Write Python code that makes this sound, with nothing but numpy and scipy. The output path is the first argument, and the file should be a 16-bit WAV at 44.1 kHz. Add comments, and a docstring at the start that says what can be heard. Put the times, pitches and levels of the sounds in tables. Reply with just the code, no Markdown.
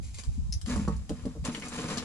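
"""Outdoors, at the open back of a car, baskets are handled in a cardboard box.
Sliding wicker is random friction pulses, heard as crackle, as rasp and through the box's resonances as drone.
Blows excite decaying modes of the box walls, rims tap together, strands snap and a splint squeaks by stick-slip.
Decaying noise gives the short tail of the car's cabin; shaped noise gives the wind buffeting the microphone
and a faint steady outdoor background."""
import sys
import numpy as np
from scipy import signal
from scipy.fft import rfft, irfft
from scipy.io import wavfile
from scipy.ndimage import uniform_filter1d

SR = 44100
rng = np.random.default_rng(int(sys.argv[2]) if len(sys.argv) > 2 else 0)


def generate_wav(signal):
    """Clip the signal to [-1, 1] and save it as 16-bit WAV at the path in sys.argv[1]."""
    frames = np.transpose(np.atleast_2d(signal))
    scaled = np.clip(frames, -1, 1) * 32767
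    pcm = np.round(scaled).astype(np.int16)
    wavfile.write(sys.argv[1], SR, pcm)


N = 90316
TIME = np.arange(N) / SR  # s
BINS = np.fft.rfftfreq(4096, 1 / SR)  # Hz

# Sliding strokes: (start [s], rise [s], hold [s], release to -60 dB [s],
# wicker crackle level [dB], cardboard rasp level [dB], box drone level [dB])
STROKES = [(0.01, 0.037, 0.015, 0.41, -53.5, -69, -59), (0.133, 0.01, 0.042, 0.12, -49.5, -72, -82),
           (0.175, 0.011, 0.0077, 0.11, -43.5, -55.5, -61), (0.244, 0.003, 0.008, 0.22, -55.5, -67, -56.5),
           (0.297, 0.02, 0.035, 0.23, -60, -78, -59), (0.655, 0.031, 0.051, 0.19, -44.5, -41, -33.5),
           (0.76, 0.0067, 0.047, 0.44, -51, -48.5, -38), (0.786, 0.0072, 0.0081, 0.14, -64, -56, -29.5),
           (0.894, 0.01, 0.024, 0.63, -63.5, -55, -43.5), (1.109, 0.029, 0.084, 0.72, -61.5, -55, -48.5),
           (1.272, 0.023, 0.01, 0.15, -65, -63, -43.5), (1.436, 0.023, 0.0071, 0.12, -41, -36.5, -42.5),
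           (1.482, 0.0078, 0.0083, 0.071, -58, -41.5, -34), (1.503, 0.019, 0.056, 0.22, -47.5, -47.5, -42),
           (1.61, 0.029, 0.026, 0.43, -48, -42.5, -43), (1.68, 0.081, 0.1, 0.14, -45, -40, -40.5),
           (1.874, 0.013, 0.031, 0.8, -43, -39, -39), (1.967, 0.011, 0.0074, 0.093, -46, -35, -37)]
# Spectrum of sliding wicker: (frequency [Hz], relative level [dB])
CRACKLE_COLOUR = [(200, 1.5), (600, -7.5), (1400, -11.5), (2500, 2), (3500, -1.5), (5000, -0.5),
                  (7300, 4.5), (8500, -2), (10500, -1.5), (12000, -31.5)]
# Spectrum of rubbed cardboard: (frequency [Hz], relative level [dB])
RASP_COLOUR = [(100, -27), (200, -3), (300, -2.5), (375, -4), (460, 4), (650, -1.5), (1000, -1.5),
               (1500, -5.5), (2300, -8), (3200, -9), (6000, -18), (12000, -41)]
# Resonances of the box under a sliding basket: (frequency [Hz], relative level [dB], bandwidth [Hz])
DRONE_MODES = [(160, -0.5, 18), (204, 2, 9.3), (241.7, 1.5, 12.3), (301, -6, 34), (461, -4, 58)]
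# Moving resonance of the box, set by where the basket presses: (time [s], frequency [Hz])
PRESS_PITCH = [(0.72, 232), (0.82, 216), (0.93, 165), (1.3, 207), (1.55, 297), (2.0, 260)]
PRESS_WIDTH_HZ = 130

# Knocks on the box: (time [s], relative level [dB], low-pass cutoff [Hz])
KNOCKS = [(0.7592, -0.5, 1270), (0.877, 2, 1460), (0.8829, 0, 1140), (1.0945, -4, 770), (1.104, 3, 623),
          (1.2525, -6.5, 680), (1.263, -1, 577), (1.352, -10.5, 590), (1.362, -6, 520), (1.484, -2.5, 660),
          (1.548, -13.5, 2500), (1.576, -8.5, 574), (1.783, -7.5, 1180), (1.848, -6, 804)]
# Wall modes of the box: (nominal frequency [Hz], relative level [dB], decay to -60 dB [s])
BOX_MODES = [(162.1, 1.5, 0.18), (204.7, 0.5, 0.14), (244.5, 2.5, 0.13), (321, -1, 0.086),
             (446.6, -1, 0.14), (514, -5.5, 0.16), (583.5, -0.5, 0.13), (697, -7.5, 0.14),
             (771, -5.5, 0.082), (890, -5.5, 0.13), (1037, -9, 0.12), (1104, 0, 0.1), (1259, -7, 0.14)]
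# Spectrum of a dead blow on cardboard: (frequency [Hz], relative level [dB])
BLOW_COLOUR = [(30, -15), (70, 5), (130, 4), (220, 6.5), (370, -4.5), (470, -3.5), (1100, -8),
               (2000, -13.5), (12000, -30)]
WALL_DETUNE = 0.012  # scale of the random detuning, as a fraction of frequency

# Soft bumps of a hand or basket: (time [s], length [s], level [dB], frequency [Hz])
THUMPS = [(0.376, 0.016, -32, 214), (0.490, 0.014, -33.5, 161), (0.764, 0.026, -28.5, 191),
          (1.427, 0.012, -29, 136)]
THUMP_WET_DB = -12

# Taps of rim on rim: (time [s], relative level [dB])
CLACKS = [(1.549, -5), (1.6225, 0), (1.632, -5)]
# Rim modes: (frequency [Hz], relative level [dB], decay to -60 dB [s])
RIM_MODES = [(1480, -9, .05), (2030, -3, .05), (2200, 0, .07), (2400, -1, .06)]
CLACK_DB = -41

# Snaps of the weave: (time [s], relative level [dB], centre frequency [Hz], half-width [octaves])
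SNAPS = [(0.143, -20, 5900, 1.1), (0.2361, -16, 3800, 4.7), (0.6142, -14.5, 7500, 1.28),
         (0.6611, -13.5, 4700, 1.4), (0.6958, -15.5, 6300, 0.65), (0.7605, -12.5, 6740, 0.6),
         (0.88, -15.5, 5460, 0.73), (0.965, -24, 7250, 0.74), (1.094, -12, 6260, 4.4),
         (1.255, -20.5, 4470, 1.7), (1.4503, -6, 5300, 1.3), (1.548, -5, 2000, 0.85),
         (1.558, -16.5, 1880, 0.32), (1.598, -14.5, 8800, 0.54), (1.6219, -14.5, 2500, 0.6),
         (1.684, -11, 7560, 0.46), (1.7352, -16, 5940, 0.69), (1.885, -15.5, 5400, 0.44),
         (1.973, -6, 5560, 0.37), (1.981, -2.5, 3970, 0.56)]
STRAND_TOP_HZ = 10060  # the thinnest strands ring no higher

# Slips of one stiff splint: (time [s], relative level [dB])
SLIPS = [(0.5234, 0), (0.525, -0.5), (0.528, -0.5), (0.533, -13), (0.5372, -1.5)]
# Modes of the splint: (frequency [Hz], relative level [dB], decay to -60 dB [s])
SPLINT_MODES = [(5280, -0.5, 0.0077), (5880, -5, .012), (6470, -7, 0.0057)]
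# Spectrum of the splint's scrape: (frequency [Hz], relative level [dB])
SCRAPE_COLOUR = [(500, -49), (2500, -12.5), (3400, -12.5), (3900, -5.5), (4700, -0.5), (5300, -11),
                 (6600, -6), (7300, -16), (10500, -5), (12000, -21)]
SLIP_S = 0.0031  # the push rises in half this time; the scrape then decays with this time constant
SQUEAK_WET_DB = 0

# Reverberation of the cabin: (frequency [Hz], decay to -60 dB [s])
CABIN_DECAY = [(150, 0.11), (400, 0.056), (1000, 0.2), (2800, 0.15), (7300, 0.13)]
# Likeness of the two channels' reflections: (frequency [Hz], correlation [0-1])
CABIN_SAME = [(100, 1), (350, 0.97), (700, 0), (1400, 0), (3000, 0.08), (10000, 0)]
LEFT_LEAD_S = 1.0e-4

# Wind on the microphone: (time [s], level before WIND_DB is added [dB])
WIND_LEVEL = [(0.0, -40.5), (0.26, -51), (0.28, -32), (0.34, -41.5), (0.39, -36.5), (0.53, -38),
              (0.57, -34.5), (0.61, -55.5), (0.65, -33.5), (0.67, -51), (0.77, -31), (0.79, -40.5),
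              (0.97, -36.5), (1.04, -44.5), (1.08, -56), (1.12, -41), (1.19, -53.5), (1.24, -43),
              (1.35, -54), (1.4, -37.5), (1.54, -58.5), (2.03, -52), (2.05, -49)]
# Spectrum of the wind: (frequency [Hz], relative level [dB])
WIND_COLOUR = [(10, -31.5), (25, -15), (42, -2.5), (62, 5), (80, 1.5), (120, -9), (200, -21.5), (320, -40),
               (700, -49.5), (3000, -83)]
# Single gusts: (time [s], length [s], level [dB])
GUSTS = [(0.271, 0.04, -24.5), (0.383, 0.038, -22.5), (0.552, 0.036, -30)]
WIND_DB, GUST_HZ = 5.5, 60.9  # level offset; rate of the pressure swing inside a gust
WIND_SAME = 0.13  # share of the wind's power common to both channels

# Spectrum of the outdoor background: (frequency [Hz], relative level [dB])
AIR_COLOUR = [(30, 10.5), (200, -6.5), (400, -9.5), (1000, -13), (1800, -22), (3000, -18.5), (7000, -12.5),
              (12000, -24)]
AIR_DB = -56.5
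CUTOFF_HZ = 11800


def amp(db):
    """Decibel law: a level in dB becomes an amplitude ratio."""
    return 10 ** (np.asarray(db) / 20)


def unit(x):
    """Normalization to a root-mean-square value of 1."""
    return x / np.sqrt(np.mean(x ** 2) + 1e-20)


def read(points, hz):
    """Linear interpolation of a table along a logarithmic frequency axis."""
    f, value = np.transpose(points)
    return np.interp(np.log(hz + 1), np.log(f), value)


def add(mix, s, sound):
    """Superposition: adds a sound to the mix, in place, from time s."""
    part = mix[max(round(s * SR), 0):][:len(sound)]
    part += sound[:len(part)]


def ring(db):
    """Minimum phase: a magnitude spectrum fixes a causal response, here of energy 1."""
    log_gain = np.log(amp(np.maximum(db - db.max(), -100)))
    both_sides = np.r_[log_gain, log_gain[-2:0:-1]]
    h = np.fft.ifft(np.exp(np.conj(signal.hilbert(both_sides)))).real
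    return h / np.linalg.norm(h)


def colour(x, points):
    """Linear filtering: a body shapes its excitation by convolution with its response."""
    return signal.fftconvolve(x, ring(read(points, BINS)))[:len(x)]


def burst(t60, lead):
    """Impact: a first contact and a dying chatter of smaller ones, of total energy 1."""
    t = TIME[:SR // 8]
    x = rng.standard_normal(len(t)) * amp(-60 * t / t60)
    x /= np.linalg.norm(x)
    x[0] += lead
    return x / np.linalg.norm(x)


def modes(table, t, decay_t):
    """Modal superposition: sinusoids of random phase over t, each decaying exponentially over decay_t."""
    return sum(amp(level - 60 * decay_t / t60) * np.sin(2 * np.pi * (hz * t + rng.random()))
               for hz, level, t60 in table)


def sliding():
    """Sliding friction: each stroke crackles in the wicker, rasps on the cardboard and makes the box drone."""
    power = np.zeros((3, N))
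    for start, rise, hold, release, *levels in STROKES:
        onset = np.clip((TIME - start) / rise, 0, 1)
        decay = amp(-60 * np.maximum(TIME - start - rise - hold, 0) / release)
        power += (amp(levels)[:, None] * onset * decay) ** 2
    wicker, card, box = np.sqrt(power)
    wicker_slips = friction(per_s=3100, spread_db=4.5, flutter_db=-0.5, flutter_hz=115)
    card_slips = friction(per_s=1100, spread_db=0.5, flutter_db=2.5, flutter_hz=77.4)
    box_slips = friction(per_s=900, spread_db=0.5, flutter_db=-1.0, flutter_hz=41.0)
    crackle = colour(wicker * wicker_slips, CRACKLE_COLOUR)
    rasp = colour(card * card_slips, RASP_COLOUR)
    drone = box * hollow(box_slips)
    return (scatter(cabin(crackle, wet_db=-3, left_db=2.5), t60=0.0046)
            + cabin(rasp, wet_db=-4.5, left_db=0.6)
            + cabin(drone, wet_db=-2.5, left_db=1.0))


def friction(per_s, spread_db, flutter_db, flutter_hz):
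    """Stick-slip at many contacts: random uneven slips, clumped as strands catch and let go."""
    happens = rng.random(N) < per_s / SR
    size = amp(spread_db * np.minimum(rng.exponential(1, N), np.pi))
    slips = happens * rng.choice([-1, 1], N) * size
    low_pass = signal.butter(2, flutter_hz, fs=SR, output="sos")
    clumps = unit(signal.sosfilt(low_pass, rng.standard_normal(N)))
    return unit(slips * amp(flutter_db * clumps))


def hollow(x):
    """Sustained resonance: rubbing drives the box evenly and the point of pressure picks its resonances."""
    t = TIME[:SR // 3]
    body = sum(amp(db) * np.sqrt(width) * np.exp(-np.pi * width * t) * np.sin(2 * np.pi * hz * t)
               for hz, db, width in DRONE_MODES)
    driven = signal.fftconvolve(x, body)[:N]
    # Shift the moving resonance to 0 Hz, low-pass, and shift back
    press_hz = np.interp(TIME, *np.transpose(PRESS_PITCH))
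    turn = np.exp(2j * np.pi * np.cumsum(press_hz) / SR)
    r = np.exp(-np.pi * PRESS_WIDTH_HZ / SR)
    drone = (turn * signal.lfilter([1 - r], [1, -r], driven / turn)).real
    drone = signal.sosfilt(signal.butter(2, [130, 600], "band", fs=SR, output="sos"), drone)
    # Even out the strength over some tens of milliseconds
    strength = uniform_filter1d(uniform_filter1d(unit(drone) ** 2, size=1300), size=700)
    return drone / np.sqrt(strength + 0.01) / np.std(drone)


def knocks(thud_t60=0.064, thud_db=-2):
    """Impact on a hollow body: ringing wall modes and a dead thud, low-passed for each contact."""
    out, t = np.zeros(N), TIME[:SR // 3]
    for s, db, bright_hz in KNOCKS:
        walls = np.zeros(len(t))
        for hz, level, t60 in BOX_MODES:
            detuned_hz = hz * (1 + WALL_DETUNE * rng.uniform(-0.77, 1))
            phase = rng.uniform(-1.26, 1.47)
            walls += amp(level - 60 * t / t60) * np.sin(2 * np.pi * detuned_hz * t + phase)
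        blow = walls / np.linalg.norm(walls)
        add(blow, 0, amp(thud_db) * colour(burst(thud_t60, lead=0.1), BLOW_COLOUR))
        low_pass = signal.butter(3, bright_hz, fs=SR, output="sos")
        add(out, s, amp(db) * signal.sosfilt(low_pass, blow))
    return cabin(out * amp(-4.0), wet_db=-5, left_db=0.5)


def thumps():
    """Short soft impact: contacts push the cardboard for a few low cycles that stop quickly."""
    out = np.zeros(N)
    for s, length, db, hz in THUMPS:
        t = TIME[TIME < length]
        push = np.sin(np.pi * t / length)
        add(out, s, amp(db) * push * np.sin(2 * np.pi * (hz * t + rng.random())))
    return cabin(out, THUMP_WET_DB, left_db=0)


def clacks():
    """Modal decay after impact: two wooden rims tap each other and ring briefly."""
    out, t = np.zeros(N), TIME[:SR // 8]
    for s, db in CLACKS:
        add(out, s, amp(db) * modes(RIM_MODES, t, decay_t=t))
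    return cabin(out * amp(CLACK_DB), wet_db=-1, left_db=2)


def snaps():
    """Impulsive excitation of a broad resonance: single strands of the weave flick past each other."""
    out = np.zeros(N)
    for s, db, hz, octaves in SNAPS:
        distance = np.log2((BINS + 1) / hz) / octaves
        strand = ring(-10 * np.log10(1 + distance ** 4 + (BINS / STRAND_TOP_HZ) ** 20))
        add(out, s, amp(db) * signal.fftconvolve(burst(t60=0.017, lead=1.0), strand))
    return scatter(cabin(out * amp(-4.5), wet_db=1, left_db=3.5), t60=0.0058)


def squeak(ring_db=-30, scrape_db=-17):
    """Stick-slip: each slip of a stiff splint scrapes and sets its modes ringing."""
    tone, scrape, t = np.zeros(N), np.zeros(N), TIME[:SR // 25]
    after = np.maximum(t - SLIP_S / 2, 0)  # decay starts once the push is full
    for s, db in SLIPS:
        push = amp(db) * np.sin(np.pi / 2 * np.minimum(2 * t / SLIP_S, 1))
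        add(tone, s, push * modes(SPLINT_MODES, t, decay_t=after))
        noise = rng.standard_normal(len(t)) / np.sqrt(SLIP_S * SR)
        add(scrape, s, push * np.exp(-after / SLIP_S) * noise)
    both = amp(ring_db) * tone + amp(scrape_db) * colour(scrape, SCRAPE_COLOUR)
    # Louder on the left, with no time lead between channels
    return cabin(both, SQUEAK_WET_DB, left_db=3.5, lead_s=0)


def scatter(pair, t60):
    """Scattering: close reflections off box flaps and hands differ in phase between the channels."""
    t = TIME[:SR // 50]
    paths = rng.standard_normal((2, len(t))) * amp(-60 * t / t60)
    # Keep only the phase, so that the spectrum stays nearly flat
    flat = irfft(np.exp(1j * np.angle(rfft(paths, 2 * len(t)))))[:, :len(t)]
    return signal.fftconvolve(pair, flat / np.linalg.norm(flat, axis=1)[:, None], axes=1)[:, :N]


def cabin(x, wet_db, left_db, lead_s=LEFT_LEAD_S):
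    """Reverberation: direct sound plus the car's short tail, with channel level and time differences."""
    hz, t, z = signal.stft(rng.standard_normal((2, SR // 3)), SR, nperseg=256)
    same = np.clip(read(CABIN_SAME, hz), 0, 1)[:, None]
    z = np.array([z[0], same * z[0] + np.sqrt(1 - same ** 2) * z[1]])
    z = z * amp(-60 * t / read(CABIN_DECAY, hz)[:, None])
    tail = signal.istft(z, SR, nperseg=256)[1]
    tail = tail * np.minimum(TIME[:tail.shape[1]] / 0.00037, 1)  # brief build-up
    wet = signal.fftconvolve(x[None], tail / np.linalg.norm(tail[0]), axes=1)[:, :N]
    direct = np.array([x, np.interp(TIME - lead_s, TIME, x)])
    balance = amp([[left_db / 2], [-left_db / 2]])
    return balance * (direct + amp(wet_db) * wet) / np.sqrt(1 + amp(wet_db) ** 2)


def wind():
    """Turbulence: low noise, mostly separate in each channel; a gust is a short, deep swing of pressure."""
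    level = amp(np.interp(TIME, *np.transpose(WIND_LEVEL)) + WIND_DB)
    # One extra second lets the filter settle
    shared, left, right = [unit(colour(rng.standard_normal(N + SR), WIND_COLOUR)[SR:]) for _ in range(3)]
    eddies = np.sqrt(WIND_SAME) * shared + np.sqrt(1 - WIND_SAME) * np.array([left, right])
    strength = uniform_filter1d(uniform_filter1d((eddies ** 2).mean(0), size=1500), size=1000)
    out = level * eddies / np.sqrt(strength)
    for s, length, db in GUSTS:
        phase = rng.random() + rng.random((2, 1)) / 2  # in cycles, differing between channels
        swing = np.sin(2 * np.pi * (GUST_HZ * (TIME - s) + phase))
        out += amp(db) * np.sin(np.pi * np.clip((TIME - s) / length, 0, 1)) ** 2 * swing
    return out


def air():
    """Stationary noise: a faint, steady outdoor background."""
    return amp(AIR_DB) * cabin(colour(rng.standard_normal(N), AIR_COLOUR), wet_db=10.5, left_db=1.5)


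def scene():
    """Superposition of baskets, box and weather."""
    return sliding() + knocks() + thumps() + clacks() + snaps() + squeak() + wind() + air()


def record(dry):
    """Band limitation: a linear-phase low-pass filter removes the highest frequencies."""
    low_pass = signal.firwin(255, CUTOFF_HZ, window=("kaiser", 8), fs=SR)
    return signal.oaconvolve(dry, low_pass[None], "same")


dry = scene()
out = record(dry)
generate_wav(out)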